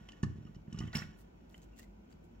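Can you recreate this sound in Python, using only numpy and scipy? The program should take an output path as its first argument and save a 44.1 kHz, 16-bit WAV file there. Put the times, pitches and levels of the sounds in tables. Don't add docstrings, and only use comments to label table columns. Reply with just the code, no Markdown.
import sys
import numpy as np
from scipy import signal
from scipy.fft import rfft, irfft, next_fast_len
from scipy.io import wavfile
from scipy.ndimage import uniform_filter1d

SR = 44100
rng = np.random.default_rng(int(sys.argv[2]) if len(sys.argv) > 2 else 0)


def to_wav(s):
    ch = np.atleast_2d(s).T
    pcm = np.round(np.clip(ch, -1, 1) * 32767)
    wavfile.write(sys.argv[1], SR, pcm.astype(np.int16))


def ratio(d):
    e = np.asarray(d, float) / 20
    return 10 ** e


N = 105840

# (pitch [Hz], level [dB], time to fade by 60 dB [s])
BOX = [(1156, -2.5, 0.086), (1483, 7, 0.032), (1751, 5.5, 0.036), (1895, -2.5, 0.054), (2204, -2.5, 0.071),
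       (2580, 2, 0.02), (2900, -2.5, 0.062), (3085, -2.5, 0.015), (5490, -22, 0.19), (5600, -25.5, 0.29),
       (5523, -21.5, .1), (5600, -8.5, 0.067), (5960, -17, 0.067)]
# (frequency [Hz], level [dB])
CRACK = [(400, -12), (1000, -33), (3000, 13), (5000, 1.5), (7400, 7), (9000, -32), (11000, -3),
         (15800, -12)]


def unit(x):
    return x / np.sqrt(np.mean(x ** 2) + 1e-20)


def peak(x):
    return x / np.abs(x).max()


def along(points, hz):
    f, v = np.transpose(points)
    return np.interp(np.log(hz + 1), np.log(f + 1), v)


def filtered(x, response):
    n = x.shape[-1]
    m = next_fast_len(n + SR // 4)
    return irfft(rfft(x, m) * response(np.fft.rfftfreq(m, 1 / SR)), m)[..., :n]


def ring(modes, t, scatter_db):
    hz, db, t60 = np.transpose(modes)[:, :, None]
    strength_db = db + scatter_db * rng.standard_normal(hz.shape)
    return (ratio(strength_db - 60 * t / t60) * np.sin(2 * np.pi * hz * t)).sum(axis=0)


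def add(track, s, sound):
    part = track[..., max(round(s * SR), 0):][..., :sound.shape[-1]]
    part += sound[..., :part.shape[-1]]


def room(x):
    # (frequency [Hz], time to fade by 60 dB [s])
    fading = [(150, 0.68), (1500, 0.42), (5000, 0.31), (12000, 0.27)]
    hz, t, z = signal.stft(rng.standard_normal((2, SR // 3)), SR, nperseg=256)
    tail = signal.istft(z * ratio(-60 * t / along(fading, hz)[:, None]), SR, nperseg=256)[1]
    return signal.fftconvolve(np.pad(x, (200, 0))[None], tail / np.linalg.norm(tail[0]), axes=1)


def arrive(x):
    # (frequency [Hz], how far the left is ahead [radians])
    left_lead = [(300, 0.004), (1100, 1.42), (1720, 1.89), (2240, -2.05), (3000, 1.3), (5500, 1.5),
                 (15000, 2.34)]
    lag_s, lean_db, room_db = .003, -1.2, -12
    out = ratio(room_db) * room(x)

    def turn(hz):
        return np.exp(np.outer([.5j, -.5j], along(left_lead, hz)) - 2j * np.pi * hz * lag_s)

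    direct = filtered(np.array([x, x]), turn)[:, round(lag_s * SR):]
    add(out, 0, ratio([[lean_db], [-lean_db]]) * direct)
    return out


def air():
    # (frequency [Hz], level [dB per Hz])
    rumble = [(21, -39), (35, 1.5), (59, -7), (144, -15), (168, -11.5), (349, -13.5), (391, -18.5),
              (1000, -26), (1300, -72), (2200, -120)]
    # (frequency [Hz], level [dB per Hz])
    hiss = [(590, -45), (1000, -11), (1550, -4), (1680, -22), (2270, -8.5), (3910, -21.5), (7040, -22.5),
            (8570, -36.5), (15800, -28.5)]
    # (centre [Hz], width [Hz], level [dB])
    narrow_hum = [(200.2, 44, -65.5)]
    # (frequency [Hz], likeness of left and right [-1 to 1])
    alike = [(60, 0.94), (180, 0.99), (550, -0.41), (1650, -0.39), (4970, -0.36), (15000, 0.36)]

    def spread_noise(gain):
        def response(hz):
            angle = np.arccos(np.clip(along(alike, hz), -1, 1)) / 2
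            return gain(hz) * np.array([np.cos(angle), np.sin(angle)])

        mid, side = filtered(rng.standard_normal((2, N)), response)
        return unit(np.array([mid + side, mid - side]))

    out = ratio(-58.5) * spread_noise(lambda hz: ratio(along(rumble, hz)) * np.clip(hz / 44, 0, 1) ** 10)
    out = out + ratio(-75) * spread_noise(lambda hz: ratio(along(hiss, hz)))
    for centre_hz, width_hz, db in narrow_hum:
        band = spread_noise(lambda hz: np.exp(-.5 * ((hz - centre_hz) / (width_hz / 2)) ** 2))
        out = out + ratio(db) * band
    return out


def hum():
    mains_hz, level_db, wander = 49.5, -61.5, .2
    sway = wander * unit(filtered(rng.standard_normal((2, N)), lambda hz: hz < 6))
    tone = np.sin(2 * np.pi * mains_hz * np.arange(N) / SR + sway[1])
    return ratio(level_db) * (1 + sway[0]) * tone * np.sqrt(2)


def rattle():
    # (time [s], level [dB])
    handling = [(0, -67.5), (.2, -71.5), (0.269, -71.5), (.5, -75), (0.651, -85.5), (0.741, -65),
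                (0.849, -60.5), (0.918, -67.5), (0.968, -47.5), (1.048, -62), (1.15, -71.5), (1.299, -81.5),
                (1.721, -77), (1.85, -87), (2, -83), (2.4, -80.5)]
    hits_per_s, spread_db, crack_db = 1500, 3.5, -9
    t = np.arange(SR // 6) / SR
    chance, sign, size = rng.random(N), rng.standard_normal(N), rng.exponential(size=N)
    hits = unit((chance < hits_per_s / SR) * sign * ratio(spread_db * np.minimum(size, 3)))
    hits = hits * ratio(np.interp(np.arange(N) / SR, *np.transpose(handling)))
    body = ring(BOX, t, 0)
    body = body / np.linalg.norm(body)
    crack = filtered(np.eye(1, 512, 256)[0], lambda hz: ratio(along(CRACK, hz)))
    add(body, 0, ratio(crack_db) * crack / np.linalg.norm(crack))
    return arrive(signal.fftconvolve(hits, body))[:, :N]


def thuds():
    # (time [s], peak level [dB])
    bumps = [(.012, -44.5), (0.233, -20.5), (0.246, -63), (0.267, -31), (0.301, -34.5), (0.357, -38.5),
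             (.385, -39.5), (.412, -39.5), (0.453, -37.5), (.495, -40), (.565, -40.5), (0.681, -36.5),
             (.728, -35.5), (0.746, -33.5), (0.775, -36), (0.79, -34.5), (0.806, -28.5), (0.825, -39),
             (0.84, -30.5), (0.852, -39.5), (0.876, -39), (0.953, -26), (0.958, -33.5), (0.966, -35.5),
             (0.987, -39.5), (1.02, -36), (1.051, -40.5), (1.09, -45.5), (1.588, -53.5), (2.15, -51),
             (2.199, -50), (2.248, -53.5)]
    # (pitch [Hz], level [dB], time to fade by 60 dB [s])
    panel = [(88.3, -9.5, 0.46), (116.9, -2.5, 0.2), (159.8, 4.5, 0.1), (213.2, 2.5, 0.066), (301, -7, 0.1),
             (363.7, -4, 0.042)]
    # (pitch [Hz], level [dB], time to fade by 60 dB [s])
    rocking = [(92, -8, .2), (108, -15, .15), (320, -13, .1)]
    bump_s, lean_db, room_db = 0.00084, -1.5, -19
    shove, shove_late_s = 0.26, 0.00029
    out, t = np.zeros((2, N)), np.arange(SR // 3) / SR

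    def bell(late):
        return np.exp(-.5 * ((t[:SR // 50] - late) / bump_s - 3) ** 2)

    push = peak(np.gradient(bell(0))) - shove * bell(shove_late_s)
    for s, db in bumps:
        mid = signal.fftconvolve(push, -ring(panel, t, scatter_db=2))
        side = signal.fftconvolve(push, -ring(rocking, t, scatter_db=2))
        gain = ratio(db) / np.abs(mid).max()
        pair = np.array([ratio(lean_db) * (mid + side), ratio(-lean_db) * (mid - side)])
        add(out, s - 3 * bump_s, gain * pair)
        add(out, s, ratio(room_db) * gain * room(mid))
    return out


def wire_contact(db, first_hz, second_hz, chatter_s, note_t60, box_db):
    contact_s, second_db, crack_db = 0.00051, -2, -4
    t = np.arange(SR // 6) / SR
    spikes = rng.standard_normal(len(t)) * ratio(3.8 * rng.standard_normal(len(t)))
    hits = spikes * np.exp(-t / chatter_s) * (1 - np.exp(-t / contact_s))

    def rung(modes, scatter_db):
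        return peak(signal.fftconvolve(hits, ring(modes, t, scatter_db))[:len(t)])

    def note(hz):
        weaker_highs = ratio(-1.5 * np.log2(hz / 2000))
        return weaker_highs * rung([(hz, 0, note_t60)], 0)

    notes = note(first_hz) + ratio(second_db) * note(second_hz)
    crack = peak(filtered(hits, lambda hz: ratio(along(CRACK, hz))))
    mixed = notes + ratio(box_db) * rung(BOX, 2.5) + ratio(crack_db) * crack
    return arrive(ratio(db) * peak(mixed))


def ticks():
    # (time [s], peak level [dB], first note [Hz], second note [Hz], chatter [s])
    touches = [(0.087, -44, 2965, 3090, 0.0045), (0.12, -49.5, 3030, 2900, .002),
               (.13, -54, 1830, 2970, .005), (.231, -38.5, 2900, 1810, 0.001),
               (0.234, -34, 1118, 1750, 0.0013), (.246, -45.5, 1185, 1150, 0.0015),
               (0.45, -61, 2900, 5490, 0.0024), (0.467, -57, 1190, 2900, 0.006),
               (0.548, -57.5, 2990, 1960, 0.0035), (0.556, -58, 5600, 3040, 0.0028),
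               (0.679, -67, 2900, 1050, 0.0017), (0.725, -47, 3005, 5560, 0.0027),
               (0.744, -48, 1185, 2920, 0.0033), (0.761, -54, 2900, 5400, 0.0022),
               (0.787, -43, 2900, 5360, 0.0035), (.803, -41, 3020, 5500, 0.0024),
               (.808, -44, 1196, 1790, 0.014), (.824, -48, 2000, 3020, .003),
               (.835, -48, 2900, 1980, 0.0017), (0.877, -46.5, 2010, 3100, 0.0045),
               (0.902, -60, 1990, 2900, 0.0033), (0.932, -39, 1500, 1870, 0.013),
               (0.942, -40.5, 1770, 2810, 0.009), (0.949, -31, 2286, 2900, 0.0051),
               (0.955, -30, 5400, 5523, 0.001), (.958, -31.5, 5600, 5420, 0.0011),
               (0.969, -30, 5520, 5440, 0.00099), (0.982, -35.5, 5600, 1840, 0.0015),
               (0.989, -33, 5640, 5410, .0015), (1.001, -48, 5440, 5362, .002),
               (1.018, -37, 1910, 1580, 0.0054), (1.022, -44, 2290, 2570, 0.0053), ]
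    out = np.zeros((2, N))
    for s, db, first_hz, second_hz, chatter_s in touches:
        add(out, s, wire_contact(db, first_hz, second_hz, chatter_s, note_t60=.024, box_db=-7))
    return out


def snaps():
    # (time [s], peak level [dB], length [s], brightest frequency [Hz])
    jumps = [(0.087, -55, 0.0043, 5660), (0.119, -53.5, 0.004, 5700), (.229, -44, 0.0019, 7060),
             (0.232, -43.5, 0.0056, 5100), (0.24, -49, 0.0019, 6350), (.383, -68, 0.0013, 4270),
             (0.546, -61, 0.0035, 5560), (0.552, -65, 0.0045, 5360), (.618, -70, .002, 4000),
             (.676, -62.5, 0.0025, 1500), (0.729, -47, 0.0023, 6330), (0.787, -47, 0.0039, 6170),
             (0.789, -42, 0.0028, 6000), (0.8, -52.5, 0.0018, 6030), (0.876, -60, 0.0019, 5900),
             (0.929, -44, 0.0044, 3430), (0.947, -56, .003, 7950), (0.952, -31.5, 0.0021, 2960),
             (.952, -40.5, 0.0037, 11000), (.968, -41, .002, 9000), (1.5, -60.5, 0.0013, 4200),
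             (1.509, -64, 0.0022, 12000), (1.569, -66, 0.0018, 11000), (1.593, -68, .001, 9000),
             (1.787, -51, .003, 7300), (1.794, -56, 0.0023, 6500), (1.799, -58, 0.0028, 7050),
             (1.821, -69, 0.0024, 4000)]
    octaves, rise, box_top_hz = 0.62, 0.35, 8200
    out, t = np.zeros((2, N)), np.arange(SR // 20) / SR
    for s, db, length, bright_hz in jumps:
        swell = np.exp(-t / length) * (1 - np.exp(-t / (rise * length)))
        burst = rng.standard_normal(len(t)) * swell
        top_hz = max(box_top_hz, 1.7 * bright_hz - 3000)

        def band(hz):
            bright = np.exp(-.5 * (np.log2((hz + 1) / bright_hz) / octaves) ** 2)
            return bright / (1 + (hz / top_hz) ** 10)

        add(out, s, arrive(ratio(db) * peak(filtered(burst, band))))
    return out


def slides():
    # (start [s], length [s], level [dB], dullness [0-1])
    strokes = [(0.784, 0.053, -71, 0.25), (0.932, 0.059, -52, 0.23), (0.946, 0.12, -84, 0.2),
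               (0.961, 0.09, -63.5, 0.28), (1.156, 0.091, -71.5, 0), (1.472, 0.16, -77, 0.21),
               (1.492, 0.01, -73.5, 0), (1.576, 0.007, -67, 0.13), (1.606, 0.058, -74.5, 0.17),
               (1.751, 0.073, -67, 0.24), (1.785, 0.021, -60, 0.06), (1.799, 0.064, -69.5, 0.2),
               (2.085, 0.074, -73.5, 0.33), (2.218, 0.058, -81.5, 0.1)]
    # (frequency [Hz], level [dB])
    bright_skin = [(1000, -9.5), (3000, -2.5), (7000, 0), (12000, -1.5), (15800, 0)]
    # (frequency [Hz], level [dB])
    dull_skin = [(1000, 41), (2500, 9), (5500, -21), (7500, -3.5), (9000, -59), (15800, -32)]
    rise, grit_db, room_db = .5, 3.5, -10
    out = np.zeros((2, N))
    for s, length, db, dull in strokes:
        u = np.linspace(0, 1, round(length * SR))
        swell = np.sin(np.pi / 2 * np.minimum(u / rise, (1 - u) / (1 - rise))) ** 2
        slips = ratio(grit_db * unit(uniform_filter1d(rng.standard_normal(len(u)), size=60)))

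        def colour(hz):
            level_db = dull * along(dull_skin, hz) + (1.5 - dull) * along(bright_skin, hz)
            return ratio(level_db) * np.clip(hz / 1000, 0, 1) ** 2

        noise = unit(filtered(slips * rng.standard_normal((2, len(u))), colour))
        mid, side = ratio(db) * swell * noise
        add(out, s, np.array([mid + 1.42 * side, mid - 0.98 * side]))
        add(out, s, ratio(room_db) * room(mid))
    return out


def clicks():
    # (time [s], peak level [dB], first note [Hz], second note [Hz], chatter [s])
    twists = [
        (1.543, -46, 3060, 2140, 0.0029),
        (1.617, -61.5, 6460, 7640, .006),
        (1.629, -58.5, 7250, 6570, .006),
        (1.73, -66.5, 2750, 2670, 0.05),
        (1.791, -52.5, 1870, 2810, 0.01),
        (1.827, -60, 2110, 4070, .004),
        (1.838, -58.5, 2070, 2030, 0.0076),
        (2.089, -64.5, 2030, 3090, 0.0019),
        (2.125, -62, 4810, 4670, 0.0019),
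    ]
    out = np.zeros((2, N))
    for s, db, first_hz, second_hz, chatter_s in twists:
        add(out, s, wire_contact(db, first_hz, second_hz, chatter_s, note_t60=.015, box_db=-20))
    return out


def scene():
    return air() + hum() + rattle() + thuds() + ticks() + snaps() + slides() + clicks()


def roll_off(x):
    return signal.sosfilt(signal.butter(12, 16220, fs=SR, output="sos"), x)


def record(dry):
    low_cut_hz, top_hz = 43, 15850

    def limits(hz):
        return (hz < top_hz) * (1j * hz / (low_cut_hz / 2 + 1j * hz)) ** 2

    return roll_off(filtered(dry, limits))


dry = scene()
out = record(dry)
to_wav(out)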